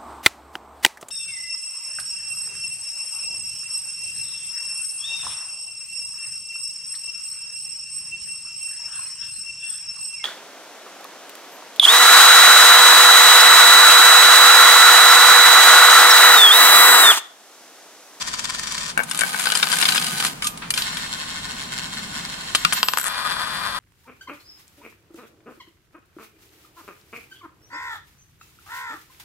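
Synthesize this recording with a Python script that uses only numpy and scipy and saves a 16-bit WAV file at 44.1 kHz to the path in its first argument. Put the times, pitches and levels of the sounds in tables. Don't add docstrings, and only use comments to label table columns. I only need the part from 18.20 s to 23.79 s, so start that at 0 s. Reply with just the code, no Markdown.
import sys
import numpy as np
from scipy import signal
from scipy.fft import rfft, irfft, next_fast_len
from scipy.io import wavfile

SR = 44100
rng = np.random.default_rng(int(sys.argv[2]) if len(sys.argv) > 2 else 0)


def dump(signal):
    limited = np.clip(np.atleast_2d(signal).T, -1, 1)
    pcm = np.round(limited * 32767).astype(np.int16)
    wavfile.write(sys.argv[1], SR, pcm)


N = 246519
SIDES = np.array([[.5], [-.5]])

# pitch in Hz, strength in dB.
COIN_STRIKE_COLOUR = [(120, -11.5), (450, -5), (750, -4.5), (1100, 3), (1500, 9.5), (2100, 1.5), (3200, 9),
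                      (4800, 5), (5800, 5.5), (9500, 13), (11500, 1.5), (14000, -27), (16000, -45)]
# pitch in Hz, phase difference in radians.
NEAR_PHASE = [(200, -3), (1400, 1.33), (2500, -1), (3600, -2.5), (5200, -1), (7200, 1.86), (12600, 1.5)]
# pitch in Hz, phase difference in radians.
FAR_PHASE = [(200, 2), (1200, 0), (3300, -1.5), (6100, -5.5), (9000, -2), (13000, 7.5)]


def amp(db):
    return 10 ** (np.asarray(db) / 20)


def unit(x):
    return x / np.sqrt(np.mean(x ** 2) + 1e-20)


def along(points, hz):
    f, v = np.transpose(points)
    return np.interp(np.log(hz + 1), np.log(f + 1), v)


def clock(count):
    return np.arange(count) / SR


def curve(rows, axis=1):
    rows = np.asarray(rows)
    return amp(np.interp(clock(N), rows[:, 0], rows[:, axis], -120, -120))


def add(track, s, sound):
    start = max(round(s * SR), 0)
    part = track[..., start:][..., :sound.shape[-1]]
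    part += sound[..., :part.shape[-1]]


def filtered(x, response):
    size = 2 * next_fast_len(x.shape[-1] // 2 + 1024)
    spectrum = rfft(x, size) * response(np.fft.rfftfreq(size, 1 / SR))
    return irfft(spectrum, size)[..., :x.shape[-1]]


def causal(db):
    cepstrum = irfft(np.log(amp(db)))
    half = len(cepstrum) // 2
    cepstrum[1:half] *= 2
    cepstrum[half + 1:] = 0
    return np.exp(rfft(cepstrum))


def ports(hz, pan_db, phase):
    # pitch in Hz, left-right difference in dB.
    counter_lean = [(300, -3.5), (700, 3), (1290, 9.5), (2380, 1), (4400, -1), (8100, 1.5), (15000, 5.5)]
    gain = amp(SIDES * (along(counter_lean, hz) + pan_db))
    even_power = gain / np.sqrt(np.mean(gain ** 2, axis=0))
    return even_power * np.exp(1j * SIDES * along(phase, hz))


def woody(colour, hz):
    # centre in Hz, half width in Hz, lift in dB.
    resonances = [(1035, 40, 3.5), (1229, 45, 4), (1513, 50, 3.5), (2140, 50, 2), (2304, 45, 3),
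                  (2600, 70, 2), (3190, 60, 3.5), (3500, 80, 3), (3830, 60, 2), (4264, 70, 4),
                  (4839, 70, 3.5), (7330, 130, 3)]
    lift = sum(db / (1 + ((hz - centre) / width) ** 2) for centre, width, db in resonances)
    return along(colour, hz) + lift


def ringing(modes, scatter_db, detune=0):
    t = clock(count=SR // 3)
    hz, db, t60 = np.transpose(modes)
    hz = hz * (1 + detune * rng.standard_normal(len(hz)))
    strength = amp(db + scatter_db * rng.standard_normal(len(hz)))
    gain = strength * np.exp(1j * rng.uniform(0, 2 * np.pi, (2, len(hz))))
    waves = np.exp((2j * np.pi * hz[:, None] - np.log(1000) / t60[:, None]) * t)
    return (gain @ waves).imag * (1 - np.exp(-t / 0.00004))


def humming(modes, db):
    def lines(f):
        total = 0
        for hz, level in modes:
            width = 25 + .011 * hz
            total = total + amp(level) / np.sqrt(width / 25) / (1 + 2j * (f - hz) / width) ** 2
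        return total

    strength = np.linalg.norm(amp(np.transpose(modes)[1]))
    noise = rng.standard_normal((3, N))
    partly_shared = noise[:2] + noise[2]
    return amp(db) * strength * unit(filtered(partly_shared, lambda f: lines(f) * ports(f, 0, NEAR_PHASE)))


def ticks(rate, jitter, spread_db):
    rate = np.broadcast_to(rate, N)
    passed = np.cumsum(rate) / SR
    chance = rng.standard_normal((int(passed[-1]), 2))
    at = np.searchsorted(passed, np.arange(len(chance)) + jitter * chance[:, 0]) % N
    strength = amp(spread_db * np.clip(chance[:, 1], -2, 1.7)) / np.sqrt(rate[at])
    return np.bincount(at, strength, N)


def chatter(blows, colour, t60, scatter_db, grit_db, pan_db, phase):
    fading_power = amp(-120 * clock(SR // 10) / t60)
    power = np.abs(signal.fftconvolve(blows ** 2, fading_power)[:N])
    noise_level = amp(scatter_db) * unit(np.sqrt(power)) + amp(grit_db)
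    rough = unit(blows) + noise_level * rng.standard_normal((2, N))
    return unit(filtered(rough, lambda hz: causal(woody(colour, hz)) * ports(hz, pan_db, phase)))


def contact(colour, knock_db, bright_db, t60, pan_db, click=0.23):
    t, click = clock(count=SR // 12), np.clip(click, 0, 1)
    decay = amp(-60 * t / t60) + amp(-24) * amp(-60 * t / .06)
    fade = decay * (1 - np.exp(-t / .0006))
    noise = rng.standard_normal((3, len(t))) * fade / np.linalg.norm(fade)
    clatter = .85 * noise[2] + .5 * noise[:2]
    blow = np.sqrt(click) * (t == 0) + np.sqrt(1 - click) * clatter
    tilt = [(1900, knock_db), (2900, 0), (5000, 0), (7200, bright_db)]

    def response(hz):
        return causal(woody(colour, hz) + along(tilt, hz)) * ports(hz, pan_db - 2.5, NEAR_PHASE)

    return amp(-2) * filtered(blow, response)


def bearing_down(rows):
    t, level = clock(N), np.zeros(N)
    for s, db, width in rows:
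        away = (t - s) / (width * np.where(t < s, 1, 1.02))
        level += db * np.exp(-np.minimum(away ** 2 / 2, 20))
    return amp(level)


def quickening(start, gap, shrink, count):
    gaps = np.maximum(gap - shrink * np.arange(count), .003)
    return start + np.cumsum(gaps) - gaps, gaps


def presses(start, turn, shrink, first_db, last_db, width, count):
    times, turns = quickening(start, turn, shrink, count=count)
    return bearing_down(zip(times, np.linspace(first_db, last_db, count), width * turns))


def wobbling_coin():
    # time in seconds, level in dB.
    rim_level = [(0, -37), (.42, -34), (.5, -33), (.71, -30), (.76, -64)]
    # start in seconds, level in dB.
    slaps = [(.0765, -2), (.195, -5), (.2445, 6), (.2995, 4), (0.3955, 6), (.434, 2), (.5225, 8)]
    # pitch in Hz, strength in dB.
    colour = [(290, -39), (500, -14.5), (666, -14.5), (851, -38), (914, -6.5), (1040, -6), (1410, -4),
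              (1850, -2.5), (1990, -9), (2290, -4.5), (2650, -7.5), (4250, -5.5), (4570, -4), (8000, -5.5),
              (15500, -32)]
    # pitch in Hz, relative level in dB.
    modes = [(1023, -50.5), (1820, -49), (2229, -68), (3171, -47.5), (3526, -46.5), (4667, -45),
             (5722, -49.5)]
    rim = chatter(ticks(380, jitter=.3, spread_db=3), colour, t60=.008, scatter_db=0, grit_db=-1,
                  pan_db=3, phase=NEAR_PHASE)
    rim = rim + humming(modes, db=33.5)
    turning = presses(start=0.02, turn=.0615, shrink=.00266, first_db=13.5, last_db=3, width=0.14, count=18)
    out = rim * curve(rim_level) * turning
    for s, db in slaps:
        blow = contact(colour, knock_db=-4.0, bright_db=5.5, t60=0.014, pan_db=3, click=0.38)
        add(out, s, amp(db) * blow)
    return out


def background(colour, apart_db):
    mid, side = filtered(rng.standard_normal((2, N)), lambda hz: amp(along(colour, hz)))
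    return unit(np.array([mid + amp(apart_db) * side, mid - amp(apart_db) * side]))


def room_tone():
    # time in seconds, drone level in dB, rumble level in dB.
    levels = [(0, -49, -52), (.65, -46, -52), (.92, -44, -63), (1.3, -46, -63), (2.05, -37.5, -56),
              (2.25, -43, -52.5), (3.1, -45, -49.5), (3.85, -41, -50), (4.55, -44.5, -54), (4.78, -55, -63),
              (5.0, -48.5, -53.5), (5.59, -46, -50.5)]
    # pitch in Hz, strength in dB per Hz.
    drone_colour = [(70, -50), (115, -9), (150, 3), (205, 1.5), (250, 0.5), (310, -10), (400, -12.5),
                    (600, -31), (1200, -34)]
    # pitch in Hz, strength in dB per Hz.
    rumble_colour = [(15, -9), (30, -5), (48, 3), (75, -2.5), (110, -0.5), (200, -39)]
    # pitch in Hz, strength in dB per Hz.
    air_colour = [(100, -21), (400, -5), (1000, 0.5), (2000, -5.5), (5000, -10.5), (10000, -12.5),
                  (15000, -80)]
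    drone = curve(levels, axis=1) * background(drone_colour, apart_db=-13.5)
    rumble = curve(levels, axis=2) * background(rumble_colour, apart_db=-23)
    return drone + rumble + amp(-40.5) * background(air_colour, apart_db=1.5)


def knocks():
    # start in seconds, level in dB.
    stick_knocks = [(0.776, -15), (0.792, -18.5), (0.8022, -19.5), (.8095, -31), (0.822, -37),
                    (1.0171, -18), (1.035, -19), (1.047, -27), (1.145, -23), (1.164, -31), (1.27, -21.5),
                    (1.324, -23), (1.429, -19.5)]
    # pitch in Hz, relative level in dB, time to fade 60 dB in seconds.
    stick_modes = [(194, -16.5, 0.26), (429, -21, 0.091), (703, -11, 0.022), (864, -1, 0.026),
                   (1160, -6, 0.029), (1536, 6.5, 0.032), (1710, -4.5, 0.025), (2252, -4.5, 0.066),
                   (2770, -5.5, 0.018)]
    # pitch in Hz, left-right difference in dB.
    stick_lean = [(200, -2), (850, -2), (1550, 13), (2300, 9.5)]
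    # pitch in Hz, strength in dB.
    thud_colour = [(150, -11), (450, -2), (800, 1.5), (1700, -5), (2800, -12), (5000, -16)]
    # start in seconds, level in dB.
    flat_landings = [(4.3493, -14), (4.4502, -7)]
    # pitch in Hz, relative level in dB, time to fade 60 dB in seconds.
    board_modes = [(170, -19, .09), (1110, -14, .06), (1224, 0, .042), (1420, -4, .03), (1900, -5, .022),
                   (2380, 1, .02), (2800, 3.5, .018), (3430, 0, .018)]
    stick, thud, board = np.zeros((3, 2, N))
    for s, db in stick_knocks:
        add(stick, s, amp(db) * ringing(stick_modes, scatter_db=1))
        blow = contact(thud_colour, knock_db=0, bright_db=0, t60=0.25, pan_db=1)
        add(thud, s, amp(db + 26.5) * blow)
    for s, db in flat_landings:
        add(board, s, amp(db) * ringing(board_modes, scatter_db=1))
    stick = filtered(stick, lambda hz: amp(SIDES * along(stick_lean, hz)))
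    return stick + thud + filtered(board, lambda hz: ports(hz, 0, NEAR_PHASE))


def falling_coins():
    # start in seconds, level in dB, low knock in dB, brightness in dB, time for the clatter to
    # fade 60 dB in seconds.
    hits = [(0.7767, -3.5, 13, 3.5, 0.0078), (0.8345, -10, 9, 8, 0.032), (0.8965, -19, 3, 14, .025),
            (0.9122, 3, 5, -0.5, 0.025), (0.947, -4.5, 6, 2, .022), (.967, -11, 3, -7, .015),
            (.975, -7, 0, 8, 0.011), (0.991, 2.5, 5, 5, 0.023), (1.0091, 6, 3.5, 2, 0.022),
            (1.195, -0.5, 9, 3, 0.034), (1.219, -9, 5, 7, 0.014), (1.239, -2, 2, 2, 0.016),
            (1.2562, 4.5, 7, -4, 0.013), (1.2698, 8.5, 2, -31, 0.01), (1.3013, 3.5, 2, -8, .012),
            (1.32, 9.5, -8, -7.5, .025), (1.3522, 8.5, 5, -1.5, 0.086), (1.3731, 4, 2, 1.5, 0.026),
            (1.399, 1, 2, -7, .015), (1.428, 13, 3, -11.5, 0.059), (1.471, 3.5, 6.5, -32, 0.021),
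            (1.5169, 7.5, -2, -4.5, .04), (1.5271, 5.5, 8, 0, .04), (1.534, 5.5, 7, -9, .025),
            (1.556, -2, -4, 2, 0.017), (1.587, 2, -7, -1, .015), (1.6135, 5, 3, 2, 0.057),
            (1.626, 11.5, 5, -31, 0.046), (1.654, 11.5, -2, -17, 0.0051), (1.6874, 13.5, 0.5, -9, 0.051),
            (1.722, 6, -3, -24, .019), (1.7485, 0, 9, 2.5, 0.033), (1.759, 6.5, 6, -8, 0.096),
            (1.7785, 9.5, -1, -17, 0.023), (1.8241, 1.5, -3, -5, .02), (1.844, 0.5, 2, -1, .018),
            (1.867, 3, -8, -4, .014), (1.882, -7, -5, -4, .014), (1.901, -6, -9, -7, .014),
            (1.981, 0, -11, -5, .02), (2.0014, 5.5, -1.5, -8, 0.074), (2.025, 0, 6, -16, 0.017),
            (2.036, -5, 8, -15, 0.018), (2.0493, 5.5, 8.5, -2.5, 0.013), (2.0657, 5, -14, -4, 0.1),
            (2.223, 2.5, 2, -3.5, 0.22), (2.2446, 4, -10, -2, 0.22), (2.2698, 5.5, -5, 0.5, 0.051),
            (2.3747, -9.5, -4, -1.5, 0.033), (2.505, 7.5, -3, -0.5, 0.028), (2.539, 3.5, -1.5, -4, 0.1),
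            (2.5762, 9.5, -0.5, -7, 0.16), (2.621, 6, -12, -10.5, 0.02), (2.7703, 2, 3.5, -8, 0.18)]
    # pitch in Hz, relative level in dB,
    # time to fade 60 dB in seconds.
    coin_on_coin = [(2350, -31, .04), (3000, -27, .04), (3850, -27.5, .04), (4850, -28, .04)]
    # pitch in Hz, relative level in dB, time to fade 60 dB in seconds.
    metal = [(8000, -17, .15), (9216, -11, .18), (10508, -14, .18), (11750, -18, .15), (12910, -8, .2),
             (12965, -8, .2)]
    # time in seconds, lean to the left in dB, ring against the hit in dB.
    landing_places = [(.8, 8, -29), (1.4, 8, -52), (1.66, 14, -45), (2.0, 1, -46), (2.25, -1.5, -31.5),
                      (2.6, 2, -32.5)]
    out, clinks = np.zeros((2, 2, N))
    when, pan_db, ring_db = np.transpose(landing_places)
    for s, db, knock_db, bright_db, t60 in hits:
        pan = np.interp(s, when, pan_db)
        blow = contact(COIN_STRIKE_COLOUR, knock_db, bright_db, t60, pan, click=.25)
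        add(out, s, amp(db - 1.38) * blow)
        add(clinks, s, amp(db) * ringing(coin_on_coin, scatter_db=3, detune=.05))
        ring = ringing(metal, scatter_db=3, detune=.003)
        add(out, s, amp(db + np.interp(s, when, ring_db)) * ring)
    return out + filtered(clinks, lambda hz: ports(hz, 5.7, NEAR_PHASE))


def pour():
    # time in seconds, level in dB.
    slide_level = [(.87, -40), (.92, -34.5), (1.0, -30), (1.25, -26), (1.49, -26), (1.6, -21),
                   (1.76, -22.5), (1.82, -25.5), (1.95, -28), (2.06, -22.5), (2.15, -45), (2.35, -57)]
    # pitch in Hz, strength in dB.
    colour = [(290, -47), (500, -10.5), (553, -25.5), (748, -7.5), (1250, -12.5), (1350, -14), (1490, -4.5),
              (2010, -9.5), (3100, -9), (4910, -11.5), (5350, -13), (9370, -10), (12100, -16.5),
              (13200, -17), (15500, -26)]
    # pitch in Hz, relative level in dB.
    modes = [(1244, -45.5), (1523, -45.5), (2293, -53), (3031, -49), (3941, -46), (4296, -49),
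             (4840, -47.5), (9216, -47), (10508, -49), (12931, -51)]
    jostle = chatter(ticks(330, jitter=0.98, spread_db=3.5), colour, t60=0.018, scatter_db=3, grit_db=-4,
                     pan_db=-1, phase=NEAR_PHASE)
    return curve(slide_level) * (jostle + humming(modes, db=30))


def humming_counter():
    # pitch in Hz, relative level in dB.
    modes = [(1211, -32.5), (2455, -43)]
    start_s, attack_s, t60_s = 2.218, 0.0027, 0.49
    age = clock(N) - start_s
    level = np.clip(age / attack_s, 0, 1) * amp(-60 * np.abs(age) / t60_s)
    return level * humming(modes, db=2.5)


def scuff():
    # pitch in Hz, strength in dB.
    colour = [(500, -24), (1000, 4), (2200, 2), (4500, -4), (6500, -40), (12000, -37)]
    start_s, attack_s, t60_s = 2.417, 0.007, 0.27
    age = clock(N) - start_s
    level = np.clip(age / attack_s, 0, 1) * amp(-29 - 60 * np.abs(age) / t60_s)
    return level * background(colour, apart_db=-2)


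def spinning_coin():
    # time in seconds, level in dB.
    rim_level = [(2.56, -29.5), (2.66, -30), (2.74, -34), (3.05, -37), (3.35, -38), (4.33, -36.5),
                 (4.38, -32), (4.53, -32), (4.58, -23), (4.62, -37), (4.85, -36)]
    # time in seconds, rise in dB, half width in seconds.
    leans = [(2.675, 4.5, 0.017), (2.745, 4, 0.02), (2.84, 5.5, .026), (2.936, 10.5, 0.014),
             (3.012, 8, 0.021), (3.1, 7, 0.019), (3.168, 7, 0.02), (3.249, 9, 0.013), (3.309, 8.5, 0.013),
             (3.41, 8, 0.028), (3.531, 9, 0.011), (3.584, 9.5, 0.02), (3.645, 7.5, 0.018),
             (3.738, 8.5, 0.0092), (3.783, 9, .012), (3.837, 6, 0.0089), (3.972, 7.5, 0.028),
             (4.055, 7.5, 0.0073), (4.1, 5.5, 0.0063), (4.135, 5.5, 0.011), (4.21, 2.5, .012),
             (4.29, 4.5, 0.013)]
    # pitch in Hz, strength in dB.
    colour = [(290, -65), (500, -25.5), (1040, -6), (1310, -13), (1430, -5), (2160, -7), (2360, -16),
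              (2610, -6.5), (4310, -8.5), (4800, -12.5), (5500, -7), (6250, -16), (7340, -8), (10200, -22),
              (11100, -24), (15500, -32)]
    # pitch in Hz, relative level in dB.
    modes = [(1055, -55), (1480, -52), (1800, -53.5), (2159, -55.5), (3171, -51), (3833, -50.5),
             (4160, -51.5), (4360, -49), (10900, -56)]
    press = bearing_down(leans)
    hops = ticks(340 / press, jitter=.06, spread_db=1)
    rim = chatter(hops, colour, t60=.008, scatter_db=7, grit_db=1, pan_db=-.8, phase=FAR_PHASE)
    return (rim + humming(modes, db=37.5)) * curve(rim_level) * press


def bending(hz):
    delay_s = 0.00118
    return np.exp(-4j * np.pi * delay_s * np.sqrt(1000 * hz))


def last_coin():
    # pitch in Hz, relative level in dB, time to fade 60 dB in seconds.
    coin_modes = [(7770, -16, .36), (7805, -16, .36), (12925, -15.5, .5), (12960, -14.5, .5)]
    # start in seconds, level in dB, low knock in dB, brightness in dB,
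    # time for the clatter to fade 60 dB in seconds, ring in dB.
    drops = [(4.3495, 13.5, -4, -11, 0.019, -22), (4.354, 13, -4.5, -8, 0.029, -27),
             (4.4493, 15.5, -2, -15.5, 0.015, -29), (4.525, 9.5, 7, -11, 0.036, -24),
             (4.5308, 2.5, 6, 2, 0.049, -14.5)]
    # start in seconds, level in dB, low knock in dB, brightness in dB, ring in dB.
    bounces = [(4.6297, 23.5, 0.5, -4, -18.5), (4.685, 20, -0.5, -2, -23), (4.7352, 12, 7, 5, -29),
               (4.7726, 12.5, 9.5, 4, -14)]
    # pitch in Hz, strength in dB.
    bounce_colour = [(120, -50), (200, -12), (338, -31), (476, -13), (680, -9), (1050, 2), (1750, -4),
                     (2300, -10.5), (2750, 4), (4100, -5), (4900, 1), (5500, -8.5), (7830, -11),
                     (10300, -16), (13500, -28), (15000, -88)]
    # start in seconds, level in dB.
    skips = [(4.785, -1.5), (4.798, -7.5), (4.8131, -10), (4.83, -13.5), (4.8417, -6.5), (4.851, -9.5),
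             (4.86, -10), (4.8656, -8), (4.87, -7), (4.8765, -11), (4.8815, -6.5)]
    out, rim = np.zeros((2, 2, N))
    for s, db, knock_db, bright_db, t60, ring_db in drops:
        blow = contact(COIN_STRIKE_COLOUR, knock_db, bright_db, t60, pan_db=5.5, click=0.28)
        add(out, s, amp(db) * blow)
        add(out, s, amp(ring_db) * ringing(coin_modes[2:], scatter_db=1.5))
    for s, db, knock_db, bright_db, ring_db in bounces:
        blow = contact(bounce_colour, knock_db, bright_db, t60=0.03, pan_db=4.5, click=.85)
        add(rim, s, amp(db) * blow)
        add(out, s, amp(ring_db) * ringing(coin_modes, scatter_db=1.5))
    for s, db in skips:
        blow = contact(COIN_STRIKE_COLOUR, knock_db=11, bright_db=4.5, t60=0.011, pan_db=7.0, click=.85)
        add(rim, s, amp(db) * blow)
    return out + filtered(rim, bending)


def rolling_coin():
    # time in seconds, level in dB.
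    rim_level = [(4.855, -26), (4.93, -28.5), (4.98, -29), (5.2, -27.5), (5.35, -29.5), (5.59, -29)]
    # time in seconds, rise in dB, half width in seconds.
    lurches = [(4.985, 4, 0.019), (5.063, 6, 0.0097), (5.113, 5.5, 0.021), (5.215, 3.5, .015),
               (5.355, 3, .018), (5.465, 4.5, .022), (5.565, 2.5, 0.011)]
    # pitch in Hz, strength in dB.
    colour = [(300, -34.5), (600, -18.5), (850, -15), (1050, -6), (1240, -10.5), (1600, -8), (1950, -10.5),
              (2200, -23.5), (3600, -15.5), (4700, -15.5), (6000, -30), (10200, -23), (12000, -36),
              (15000, -69)]
    # pitch in Hz, relative level in dB.
    modes = [(1055, -61), (1233, -44), (2396, -51), (3450, -47), (7790, -55), (9302, -56), (12950, -56)]
    press = bearing_down(lurches)
    hops = ticks(320 / press, jitter=.1, spread_db=1.6)
    rim = chatter(hops, colour, t60=.008, scatter_db=-9, grit_db=-7, pan_db=3, phase=FAR_PHASE)
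    return (rim + humming(modes, db=34.5)) * curve(rim_level) * press


def walls(x, t60):
    t = clock(SR // 2)
    tail = rng.standard_normal((2, len(t))) * amp(-60 * t / t60) * (t > .006)
    return signal.fftconvolve(x, tail / np.linalg.norm(tail[0]), axes=1)[:, :N]


def scene():
    counter = wobbling_coin() + knocks() + falling_coins() + pour() + humming_counter()
    counter = counter + scuff() + spinning_coin() + last_coin() + rolling_coin()
    return counter + amp(-16) * walls(counter, t60=0.11) + room_tone()


def record(dry):
    soft = dry / (1 + dry ** 6) ** (1 / 6)
    return filtered(soft, lambda hz: hz < 15900)


dry = scene()
out = record(dry)
dump(out)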